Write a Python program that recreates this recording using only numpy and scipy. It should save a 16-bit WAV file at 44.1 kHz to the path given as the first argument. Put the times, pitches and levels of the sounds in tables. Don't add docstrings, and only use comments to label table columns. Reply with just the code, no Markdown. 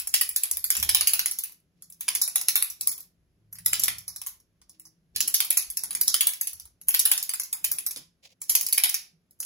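import sys
import numpy as np
from scipy import signal
from scipy.fft import rfft, irfft
from scipy.io import wavfile
from scipy.ndimage import uniform_filter1d, minimum_filter1d

SR = 44100
rng = np.random.default_rng(int(sys.argv[2]) if len(sys.argv) > 2 else 0)


def dump(signal):
    limited = np.clip(np.atleast_2d(signal).T, -1, 1)
    pcm = np.round(limited * 32767).astype(np.int16)
    wavfile.write(sys.argv[1], SR, pcm)


def invert_db(level):
    return 10 ** (np.asarray(level, dtype=float) / 20)


N = 416744

# time in seconds, level in dB.
FLOOR_RUMBLE = [(0.0, -63), (0.5, -74), (0.55, -62), (0.73, -66.5), (0.839, -47.5), (1.42, -79.5),
                (3.45, -72.5), (3.79, -60.5), (5.0, -80), (5.161, -67.5), (5.53, -81.5), (5.69, -66),
                (6.421, -83), (6.55, -63.5), (7.37, -86.5), (7.68, -69), (8.29, -80), (9.45, -80.5)]
# centre in Hz, width in Hz.
HUM_BANDS = [(107, 3), (166, 35)]
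# start in seconds, length in seconds, low hum in dB, upper hum in dB.
HUM_SWELLS = [
    (1.451, 0.675, -92.5, -75.5),
    (2.92, 1.66, -68.5, -76.5),
    (3.346, 0.818, -60.5, -63.5),
    (4.605, 0.96, -88, -73),
    (7.504, 0.339, -88.5, -73),
    (7.899, 0.27, -93.5, -71.5),
    (9.048, 0.198, -92, -74.5),
    (2.745, 0.305, -71.5, -75),
]
# start in seconds, length in seconds, level in dB.
SLEEVE_MOVES = [(0.05, 0.205, -74.5), (.7, 0.362, -62.5), (.85, 0.607, -70.5), (2.0, 0.367, -68.5),
                (2.3, 0.436, -76), (2.75, .32, -73), (3.25, 0.29, -91), (7.1, 0.68, -89),
                (3.65, 0.37, -64.5), (5.1, 0.279, -61), (5.25, 0.6, -78), (5.7, 0.68, -65.5),
                (6.8, 0.407, -75), (7.55, 0.421, -70), (7.95, 0.0953, -58.5), (8.4, 0.404, -71.5)]
# frequency in Hz, density in dB per Hz.
AIR_COLOUR = [(240, -41), (400, -15.5), (474, -16), (520, -13), (616, -10), (826, -19.5), (964, -15),
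              (1560, -13.5), (9180, -24.5), (11000, -17.5), (16000, -35.5)]
# start in seconds, level in dB, pitch in Hz.
THUDS = [
    (0.538, -56.5, 53.2),
    (0.779, -49, 212),
    (0.8, -42, 77),
    (0.835, -46, 75.52),
    (5.15, -53, 83.4),
    (5.681, -51.5, 47.2),
    (6.629, -55, 65.5),
]
# start in seconds, level in dB, pitch in Hz.
HANDLE_JOLTS = [(2.081, -60.5, 374), (3.88, -49.5, 304), (5.205, -47, 168.3), (5.34, -46.5, 275),
                (5.571, -56.5, 287), (5.949, -50, 176), (6.013, -48.5, 358), (6.077, -48, 277),
                (7.964, -49.5, 266), (7.965, -50.5, 510), (8.493, -50, 240)]
# start in seconds, length in seconds, level in dB.
FEATHER_STROKES = [
    (8.22, 0.07, -52.5),
    (8.275, 0.078, -62),
    (4.6, 0.41, -99),
    (1.74, 0.12, -81),
    (4.7, 0.094, -73.5),
]
# frequency in Hz, density in dB per Hz.
FEATHER_COLOUR = [(240, -40.5), (400, -45.5), (512, -4), (1420, -26), (2250, -7), (4650, -7.5),
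                  (16000, -24)]
# frequency in Hz, t60 in seconds.
ROOM_T60 = [(400, 0.47), (1500, 0.3082), (4000, 0.3254), (10000, 0.2465), (16000, 0.22)]
# delay in seconds, level in dB.
WALL_ECHOES = [
    (.0045, -10),
    (.008, -7.5),
    (0.012, -12),
    (0.023, -7),
    (.034, -18),
]
# frequency in Hz, correlation from 0 to 1.
PORT_LIKENESS = [(60, 0.96), (300, 0.85), (650, 0.6), (1000, 0.12), (1600, 0.12), (6000, 0.17)]
# frequency in Hz, gain re left in dB.
RIGHT_PORT = [(400, -0.5), (1300, -2), (2500, 1), (4200, 1.5), (5300, 5), (6500, 3.5)]
# frequency in Hz, level in dB.
CLACK_COLOUR = [(300, -47), (700, -22.5), (1200, -19.5), (2200, -8.5), (4200, -7), (7000, -7.5),
                (9000, -1.5), (11000, -5.5), (12600, -2), (13300, -3), (15500, -5), (16200, -22.5),
                (17000, -66)]
# start in seconds, blow in dB, then body,
# stem and shell in dB re the treble.
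WAND_BLOWS = [(0.0001, -29, -23.5, -14.5, -10), (0.0727, -28, -28, -25.5, -11),
              (0.1408, -15, -25, -12.5, -7), (0.2121, -18.5, -23, -15, -11),
              (0.2913, -27.0, -30.5, -22, -16.5), (0.3623, -20.5, -28, -20, -11.5),
              (0.4357, -21.5, -26.5, -18.5, -14), (0.513, -22.5, -33, -24, -11),
              (0.5711, -27.5, -30, -23, -15), (0.6427, -23, -30, -23, -11.5),
              (0.704, -17.5, -24.5, -18, -9.5), (0.7334, -46, -17.5, -5, -5.0),
              (0.7526, -31.5, -12.5, -5, -2.5), (0.7685, -25.5, -26, -22, -6.5),
              (0.8002, -31.5, -26.5, -14.5, -9), (0.8277, -22.5, -21.5, -12.5, -9.5),
              (0.8913, -17.5, -22, -12.0, -8.5), (0.948, -15.5, -22.0, -9, -9.5),
              (1.0101, -21, -20.5, -11, -6), (1.0732, -15, -26, -16, -10), (1.135, -19, -24, -13.5, -10.5),
              (1.1937, -22.5, -18.5, -11, -7.5), (1.2596, -22.0, -23.5, -16.5, -10),
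              (1.3128, -27.5, -31, -24.5, -9.5), (1.3878, -27.5, -32.5, -20, -10.5),
              (1.4374, -29, -28, -18, -14), (1.496, -51.5, -18.5, -22, -14),
              (1.521, -49.5, -29.5, -26, -13), (1.6022, -69, -22, -23.5, -16.5),
              (1.8234, -45.5, -27.5, -23, -6.5), (1.9013, -47, -29.5, -24, -16),
               (1.9245, -48.5, -33.5, -22, -9.5), (2.0092, -31.5, -25, -17, -11.5),
               (2.0822, -21.5, -19.5, -10.5, -8.5), (2.1516, -22.5, -26, -16.5, -8.5),
               (2.2157, -17, -30, -20.5, -7.5), (2.2779, -27.5, -26.5, -22.0, -12.5),
               (2.3585, -18.5, -25, -17.0, -10.5), (2.4135, -29, -25, -21.5, -8.5),
               (2.485, -18.5, -25.5, -14.0, -8), (2.5565, -14.5, -23.5, -15.5, -14),
               (2.6249, -20, -26, -16.5, -17.5), (2.7012, -34, -42.5, -36, -9.5),
               (2.8112, -28, -30.5, -18.5, -8), (2.8732, -18, -31.5, -26, -13),
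               (2.9163, -32, -31.5, -21, -10.5), (2.9793, -41, -23, -22, -14.5),
               (3.0059, -42, -32, -23, -13),
              (3.5279, -39.5, -26.5, -26, -14), (3.5558, -49, -16.5, -15, -4.5),
               (3.5864, -43, -19, -16.5, -12), (3.6615, -18, -28.5, -20, -12.5),
               (3.7301, -21.5, -17.5, -8.5, -4), (3.7959, -25, -29.5, -22.5, -7),
               (3.8203, -36, -34, -14, -5.5), (3.8368, -19.5, -26.5, -17.5, -8),
               (3.8817, -23, -15.5, -9, -10), (3.9841, -39, -33, -36, -7), (4.0805, -33.5, -24, -22, -6.5),
               (4.162, -37.0, -24, -17, -6.5), (4.2166, -36, -22, -17, -9.5),
               (4.2644, -36.5, -17.0, -19.0, -7.5), (4.27, -31.5, -34, -22, -15),
               (4.4017, -61.0, -22.0, -25.5, -5), (4.6166, -60.5, -11, -10.0, -1),
               (4.696, -51.5, -23.5, -23, -4), (4.798, -46.5, -28, -22.5, -13.5),
               (4.8538, -54.5, -16.5, -24.5, 2.5), (4.8678, -56.5, -24.5, -24, -17),
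              (5.1536, -64.5, -6.5, 9, 10.5), (5.162, -26.5, -23.5, -11, -6),
              (5.2059, -22, -23.5, -12, -2.5), (5.2767, -23.0, -26.5, -20.5, -11.5),
              (5.3413, -16.5, -29, -17.5, -6), (5.4043, -20.5, -22, -10, -8),
              (5.4473, -31.5, -28, -25.5, -14.5), (5.5058, -18, -26.5, -15.5, -13.5),
              (5.5719, -17, -26.5, -19.5, -8.5), (5.6246, -36.5, -31.5, -21, -29),
              (5.7021, -31.5, -32.5, -21.5, -14.5), (5.7718, -25.5, -27.5, -22, -7.0),
              (5.8366, -28, -23.5, -22, -11), (5.9084, -30, -25, -16, -13),
              (5.9301, -39.5, -20.5, -26, -8.5), (5.9508, -26, -24, -17.5, -10.5),
              (6.013, -18, -34, -24, -13.5), (6.0772, -19.0, -26.5, -17, -2.5),
              (6.1426, -19, -20.5, -11, -6.5), (6.2087, -17, -23, -10.5, -11),
              (6.2702, -16.5, -27, -16.5, -16), (6.336, -34, -34.5, -19.5, -10.5),
              (6.4119, -23.5, -28.5, -22, -12.5), (6.4722, -27.5, -30.5, -19.5, -10),
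              (6.5324, -39, -27.0, -33.5, -9), (6.5989, -42.5, -27.5, -19, -5.5),
              (6.655, -48.5, -19.5, -19.5, -11),
              (6.815, -46.0, -28, -22, -12.5), (6.8853, -17, -29, -19.5, -15),
             (6.9426, -18, -23.5, -12.5, -10), (6.9938, -17.5, -31.5, -19, -8),
             (7.054, -14, -23.5, -17, -16), (7.1158, -15.5, -22.5, -13.5, -13),
             (7.178, -26.5, -23.0, -18.5, -5.5), (7.229, -28, -31, -19.5, -9),
             (7.2935, -26.5, -23.5, -17, -10), (7.3373, -27, -22.5, -17, -9.5),
             (7.3986, -26.5, -23, -18.5, -8.5), (7.4353, -35.5, -34.5, -23.5, -6),
             (7.529, -25.5, -24, -20, -13), (7.6438, -21, -26.5, -14.5, -11),
             (7.7158, -22.5, -27.5, -25, -13.5), (7.7861, -28, -28.5, -17.5, -14.0),
             (7.8648, -24.5, -28, -23, -13), (7.91, -33.5, -28, -20, -8), (7.962, -41, -18.5, -6, -3.5),
             (7.9716, -41.5, -19, -17.5, -3), (8.0163, -78, -5.5, -8.5, 2.5),
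              (8.4176, -34.5, -27.5, -22.5, -8), (8.4958, -16.5, -31, -21, -9.5),
             (8.5528, -16, -29, -17, -6.5), (8.6115, -25, -28.5, -22, -9), (8.63, -34.5, -31.5, -30, -14.5),
             (8.6658, -27, -31.5, -21.5, -5.5), (8.6868, -31.5, -25.5, -19.5, -18),
             (8.7268, -18.5, -30.5, -18.5, -9), (8.7779, -18.5, -21, -10, -10.5),
             (8.837, -14.5, -22.5, -9.5, -10.5), (8.8932, -25, -27.5, -19, -9.5),
             (8.9436, -24, -22.5, -13.5, -5), (9.3099, -57, -33, -26.5, -11.5),
             (9.4031, -30.5, -28, -28.5, -9), (9.4292, -37.5, -24.5, -17.5, -7.5)]
# time in seconds, level in dB re the blow's first
BLOW_REBOUNDS = [(0.075, 0), (0.0772, -2), (0.1429, -4), (0.1442, -3), (0.1457, -6.5), (0.2137, -1),
                 (0.2154, -4), (0.2162, -11.5), (0.2203, -5.5), (0.2938, -4.5), (0.2934, 6.5),
                 (0.3628, -1.5), (0.3634, -5), (0.4375, -5), (0.515, 0.5), (0.571, 6), (0.646, -4.5),
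                 (0.7046, 5.5), (0.7706, 0.5), (0.828, -1.5), (0.828, -6.5), (0.831, -7.5), (0.8926, 8),
                 (0.8936, 4), (0.8948, 4.5), (0.8965, 1), (0.9491, -3.5), (0.9496, -7), (0.9531, -6),
                 (1.0122, -3.5), (1.0744, -8), (1.076, -4), (1.0795, -6.5), (1.1358, -6.5), (1.1365, -1),
                 (1.14, -3.5), (1.1944, -0.5), (1.1957, -6), (1.2603, -9.5), (1.2636, 0.5), (1.3908, -8),
                 (2.0863, 0.5), (2.0886, -0.5), (2.156, -6), (2.216, 3), (2.2178, 4.5), (2.2201, 7.5),
                 (2.2208, 4), (2.223, -4.5), (2.36, 0), (2.4855, -2), (2.4881, -17.5), (2.4876, -17),
                 (2.4882, -9.5), (2.556, 0),
                 (2.5576, -1.5), (2.5574, -1), (2.5609, -5.5), (2.5661, -4), (2.6257, -3.5), (2.8104, -2),
                   (2.8741, 12), (3.6605, -7.5), (3.6631, -6), (3.7307, -4), (3.7331, 18), (3.7364, -10.5),
                   (3.736, 4), (3.7987, 4.5), (3.8, 1), (3.8368, -15.5), (3.8376, -9), (3.8389, -2.5),
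                   (3.8435, -4), (3.8826, 3), (3.884, -16.5), (5.1637, -4.5), (5.2104, -5.5),
                   (5.2135, -11.5), (5.2804, 5.5), (5.3442, 17), (5.3473, -4), (5.3488, 4.5), (5.4068, -13),
                   (5.5039, 20), (5.507, 32), (5.5113, 3), (5.5135, 1.5), (5.5728, -0.5), (5.575, 2.5),
                   (5.5737, -10), (5.5758, 7), (5.5783, -2.5), (5.5794, -10.5), (5.7758, -9.5),
                   (5.7748, -7), (6.0157, -3.5), (6.0808, 16), (6.083, -20.5), (6.0826, -15.5),
                   (6.1432, 4.5), (6.1442, -3.5), (6.2105, -3), (6.272, 7), (6.2744, -15), (6.2734, -5.5),
                   (6.413, 5.5), (6.4151, 0.5), (6.4182, 1), (6.475, 2),
                 (6.8859, -10), (6.8901, -12.5), (6.8917, -7), (6.8922, -1.5), (6.9453, 4), (6.9474, 11),
                 (6.9478, 5), (6.9466, -9.5), (6.948, -0.5), (6.9956, -7.5), (6.996, -8), (6.997, 1),
                 (6.999, -1), (7.0001, 1.5), (7.0578, 0), (7.0588, -14.5), (7.0574, -4.5), (7.0606, -0.5),
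                 (7.1169, 1.5), (7.1196, 0), (7.2271, 2), (7.2945, -7), (7.2952, -2.5), (7.3381, -7),
                 (7.4005, -2), (7.5359, -2), (7.6442, -4), (7.6467, 0.5), (7.6469, -11), (7.6474, 1.5),
                 (7.65, -1.5), (7.651, -4.5), (7.7173, 4), (7.7187, -1.5), (7.785, 0), (8.4989, 6),
                 (8.4979, 0), (8.5008, -10.5), (8.5016, -6.5), (8.5025, -6.5), (8.5557, 3.5), (8.6147, -4),
                 (8.6688, 3), (8.73, -6), (8.7315, 0.5), (8.779, -4.5), (8.7822, -2), (8.7809, 8),
                 (8.7821, -4.5), (8.8383, 5), (8.8376, 2.5), (8.8414, -6), (8.844, -10.5), (8.898, 5.5),
                 (8.9475, -1.5)]
# four centres in Hz, five borders in Hz.
ZONE_CENTRES_HZ = [1300, 3100, 5600, 8200]
ZONE_EDGES_HZ = [600, 1900, 4250, 7500, 16500]
BEAMED_DB = (-0.5, -1, -3.5, -0.98)
SPREAD_DB = (-0.3259, -0.07, -3, -3.11)


def evened(x):
    return x / np.sqrt(np.mean(x ** 2) + 1e-20)


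def read(points, hz):
    f, value = np.transpose(points)
    return np.interp(np.log(hz + 1), np.log(f + 1), value)


def bump(hz, centre_hz, width_hz):
    return np.exp(-((hz - centre_hz) / width_hz) ** 2)


def add(mix, s, sound):
    part = mix[..., round(s * SR):][..., :sound.shape[-1]]
    part += sound[..., :part.shape[-1]]


def swells(rows, rest_db):
    level = np.full(N, invert_db(rest_db))
    for s, length_s, db in rows:
        add(level, s, invert_db(db) * np.hanning(round(length_s * SR)))
    return level


def causal(db):
    log_gain = np.log(invert_db(np.maximum(db, -100)))
    circle = np.concatenate([log_gain, log_gain[..., -2:0:-1]], axis=-1)
    phase = signal.hilbert(circle, axis=-1).imag[..., :log_gain.shape[-1]]
    return np.exp(log_gain - 1j * phase)


def pair(gain):
    hz = np.fft.rfftfreq(N, 1 / SR)
    left, other = rfft(rng.standard_normal((2, N)))
    same = np.clip(read(PORT_LIKENESS, hz), 0, 1)
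    right = same * left + np.sqrt(1 - same ** 2) * other
    return evened(irfft(np.array([left, right]) * gain(hz), N))


def house():
    rumble = invert_db(np.interp(np.arange(N) / SR, *np.transpose(FLOOR_RUMBLE)))
    out = rumble * pair(lambda hz: (hz / 60) ** 2 / (1 + (hz / 72) ** 6))
    low = swells([(s, length_s, db) for s, length_s, db, _ in HUM_SWELLS], -82)
    upper = swells([(s, length_s, db) for s, length_s, _, db in HUM_SWELLS], -77)
    for (centre_hz, width_hz), level in zip(HUM_BANDS, (invert_db(-8.5) * low, upper)):
        out += level * pair(lambda hz: 1 / (1 + ((hz - centre_hz) / width_hz) ** 2) ** 2)
    fur = swells(SLEEVE_MOVES, -79.5)
    out += fur * pair(lambda hz: (hz / 220) ** 4 / (1 + (hz / 240) ** 6.006))
    out += invert_db(-3.5) * fur * pair(lambda hz: 1 / (1 + ((hz - 165) / 30) ** 2))
    idle_hz, loaded_hz, tone_db = 103.5, 107, -3.2
    tone_hz = idle_hz + (loaded_hz - idle_hz) * np.sqrt(low / low.max())
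    out += invert_db(tone_db) * low * np.sqrt(2) * np.sin(2 * np.pi * np.cumsum(tone_hz) / SR)
    add(out, 4.68, far_motor())
    air_db = -82.5
    return out + invert_db(air_db) * pair(lambda hz: invert_db(read(AIR_COLOUR, hz)) * (hz > 400))


def far_motor(length_s=0.3, whine_hz=316, level_db=-71):
    t = np.arange(round(length_s * SR)) / SR
    return invert_db(level_db) * np.sin(2 * np.pi * whine_hz * t) * signal.windows.tukey(len(t), .6)


def thuds():
    out, t = np.zeros(N), np.arange(SR // 5) / SR
    for rows, swing_s in ((THUDS, 0.014), (HANDLE_JOLTS, .003)):
        for s, db, hz in rows:
            swing = t * np.exp(-t / swing_s) * np.sin(2 * np.pi * hz * t)
            add(out, s, invert_db(db - 1.0) * swing / abs(swing).max())
    return out


def swishes():
    grain_db = 3.5 * np.tanh(evened(uniform_filter1d(rng.standard_normal(N), size=300)))
    rub_level = swells([(3.5, 0.9, -66)], -120) if RUB_FORWARD else swells([], -120)
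    rub = rub_level * pair(lambda hz: bump(hz, 1146, 347.5))
    hiss = pair(lambda hz: invert_db(read(FEATHER_COLOUR, hz)))
    return rub + swells(FEATHER_STROKES, -110) * invert_db(grain_db) * hiss


RUB_FORWARD = False


def room(x, tail_db=-4.5, walls_db=-7.0, rise_s=0.0047):
    size = SR // 2
    t = np.arange(size) / SR
    taps = np.zeros((2, size))
    at = np.arange(40, size - 12, 12) + rng.integers(0, 12, (2, (size - 41) // 12))
    np.put_along_axis(taps, at, rng.choice([-1., 1.], at.shape), 1)
    taps *= 1 - np.exp(-(t / rise_s) ** 2)
    far_wall_s, spread_s, far_wall_db = 0.019, 0.0025, 1.4
    taps *= invert_db(far_wall_db * bump(t, far_wall_s, spread_s))
    hz, frame_s, z = signal.stft(taps, SR, nperseg=128)
    same = np.clip(read(PORT_LIKENESS, hz), 0, 1)[:, None]
    z[1] = same * z[0] + np.sqrt(1 - same ** 2) * z[1]
    decay_db = -60 * frame_s / read(ROOM_T60, hz)[:, None]
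    tail = signal.istft(z * invert_db(decay_db), SR, nperseg=128)[1]
    tail *= invert_db(tail_db) / np.linalg.norm(tail[0])
    for s, db in WALL_ECHOES:
        for side in tail:
            side[round(s * rng.uniform(.92, 1.08) * SR)] += invert_db(db + walls_db) * rng.choice([-1, 1])
    return signal.oaconvolve(x[None], tail, axes=1)[:, :N]


def hushed(x, knee_db=-56.5, slope=0.223):
    level_db = 10 * np.log10(abs(uniform_filter1d((x ** 2).mean(0), size=600)) + 1e-12)
    return x * invert_db(slope * np.minimum(level_db - knee_db, 0))


def levelled(spectra, zones_db, hz):
    blow_samples = 900
    shares = [read(np.transpose([ZONE_CENTRES_HZ, one]), hz) for one in np.eye(4)]
    for _ in range(3):
        gain_db = 0
        for share, zone_db, lo, hi in zip(shares, zones_db, ZONE_EDGES_HZ, ZONE_EDGES_HZ[1:]):
            energy = (abs(spectra) ** 2 * ((hz > lo) & (hz < hi))).sum(1, keepdims=True)
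            gain_db = gain_db + share * (zone_db - 10 * np.log10(energy / len(hz) / blow_samples))
        spectra = spectra * invert_db(gain_db)
    return spectra


def rebounds(s, size, early):
    at_s, db = np.transpose(BLOW_REBOUNDS)
    blow = np.searchsorted(s[:, 0], at_s + .002) - 1
    hard = np.zeros((len(s), size))
    hard[blow, early + np.round((at_s - s[blow, 0]) * SR).astype(int)] = invert_db(db)
    return hard


def contacts(t, hard):
    dice, sizes = rng.random(hard.shape), rng.standard_normal(hard.shape)
    run_s = np.interp(dice[:, :1], [0, 1], (0.0041, 0.0083))
    fading = np.exp(-(abs(t) / run_s) ** 1.4) * (t > 0)
    scrape = sizes * (0.013 * np.exp(-abs(t) / 0.004) + 0.34 * np.exp(-abs(t) / 0.00036)) * (t < 0)
    chatter = (dice > 1 - 6000 / SR) * sizes * 0.2 * fading ** 0.58
    loose = np.where(hard.any(axis=1, keepdims=True), 0.12, 0.45)
    touches = (t == 0) + hard + loose * (dice < 1100 / SR) * abs(sizes) * fading
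    bursts = signal.lfilter([1], [1, -np.exp(-1 / (0.00028 * SR))], touches)
    return scrape + chatter + 0.56 * touches + 0.3 * bursts * rng.standard_normal(hard.shape)


def shell_colour(s, body_db, hz):
    bright_hz, sink_hz_per_db, stray_hz = 10890, 72, 410
    peak_hz = bright_hz - sink_hz_per_db * (body_db - np.median(body_db))
    peak_hz = peak_hz + stray_hz * rng.standard_normal(s.shape)
    db = read(CLACK_COLOUR, hz) + 6.63 * bump(hz, peak_hz, 1300)
    held = (s > 3.95) & (s < 4.95)
    db = db + (3.2 + 2.5 * held) * bump(hz, 1100, 200)
    db = db + 1.6 * bump(hz, 5450, 1000)
    turning = rng.standard_normal((len(s), len(hz)))
    return db + 2.4 * evened(uniform_filter1d(turning, size=36, axis=1))


def clacks(count=5):
    bouts = WAND_BLOWS
    s, blow_db, body_db, stem_db, shell_db = np.transpose(bouts)[:, :, None]
    zones_db = blow_db + body_db, blow_db + stem_db, blow_db + shell_db, blow_db
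    size, early = 2048, 600
    t, hz = (np.arange(size) - early) / SR, np.fft.rfftfreq(size, 1 / SR)
    hard = rebounds(s, size, early)
    ticks = contacts(t, hard)
    db = shell_colour(s, body_db, hz)
    modes = evened(uniform_filter1d(rng.standard_normal((len(s), len(hz))), size=9, axis=1))
    near = rfft(ticks) * causal(db + 3.4 * modes)
    near = levelled(near, [z + d for z, d in zip(zones_db, BEAMED_DB)], hz)
    far = rfft((t == 0) + 0.33 * hard) * causal(db + 2.2 * modes)
    far = levelled(far, [z + d for z, d in zip(zones_db, SPREAD_DB)], hz)
    late_s = 0.0002 * rng.standard_normal((len(s), 1))
    sounds = irfft(np.array([near, near * np.exp(-2j * np.pi * hz * late_s), far]))
    direct, sent = np.zeros((2, N + early)), np.zeros((count, N + early))
    for k in range(len(s)):
        add(direct, s[k, 0], sounds[:2, k])
        add(sent[k % count], s[k, 0], sounds[2, k])
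    return direct[:, early:], sent[:, early:]


def scene():
    direct, sent = clacks()
    wand = hushed(direct + sum(room(x) for x in sent))
    return wand + house() + thuds() + swishes()


def masking_gate(x, size=6):
    mid_side = np.array([x[0] + x[1], x[0] - x[1]]) / 2
    hz, _, z = signal.stft(mid_side, SR, nperseg=1024, noverlap=512)
    band = np.arange(len(hz)) // size * size + size // 2
    power = uniform_filter1d(abs(z) ** 2, size=size, axis=1)[:, np.minimum(band, len(hz) - 1)]
    above = hz[:, None] > 2400
    loudest = (power * above).max(axis=(0, 1))
    under_other_db, under_loudest_db = -7.5, -22
    masked = power < power[::-1] * invert_db(under_other_db) ** 2
    masked |= power < loudest * invert_db(under_loudest_db) ** 2
    steady = loudest < 2 * np.roll(loudest, 1)
    kept = z * ~(masked & steady & above)
    mid, side = signal.istft(kept, SR, nperseg=1024, noverlap=512)[1][:, :N]
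    return np.array([mid + side, mid - side])


def limited(x, ceiling=.96):
    crest = -minimum_filter1d(-abs(x).max(axis=0), size=201)
    return x / uniform_filter1d(np.maximum(crest / ceiling, 1), size=101)


def roll_off(x):
    return signal.sosfilt(signal.butter(12, 16980, fs=SR, output="sos"), x)


def record(dry):
    join_hz, join_width_hz = 6843, 1100
    lead_samples, phase_turns = 9, .25
    hz = np.fft.rfftfreq(N, 1 / SR)
    left, right = rfft(dry)
    treble = .5 + .5 * np.tanh((hz - join_hz) / join_width_hz)
    shifted = left * np.exp(2j * np.pi * (hz * lead_samples / SR - phase_turns))
    right = np.sqrt(1 - treble) * right * invert_db(read(RIGHT_PORT, hz)) + np.sqrt(treble) * shifted
    both = masking_gate(irfft(np.array([left, right]), N))
    return roll_off(limited(both))


dry = scene()
out = record(dry)
dump(out)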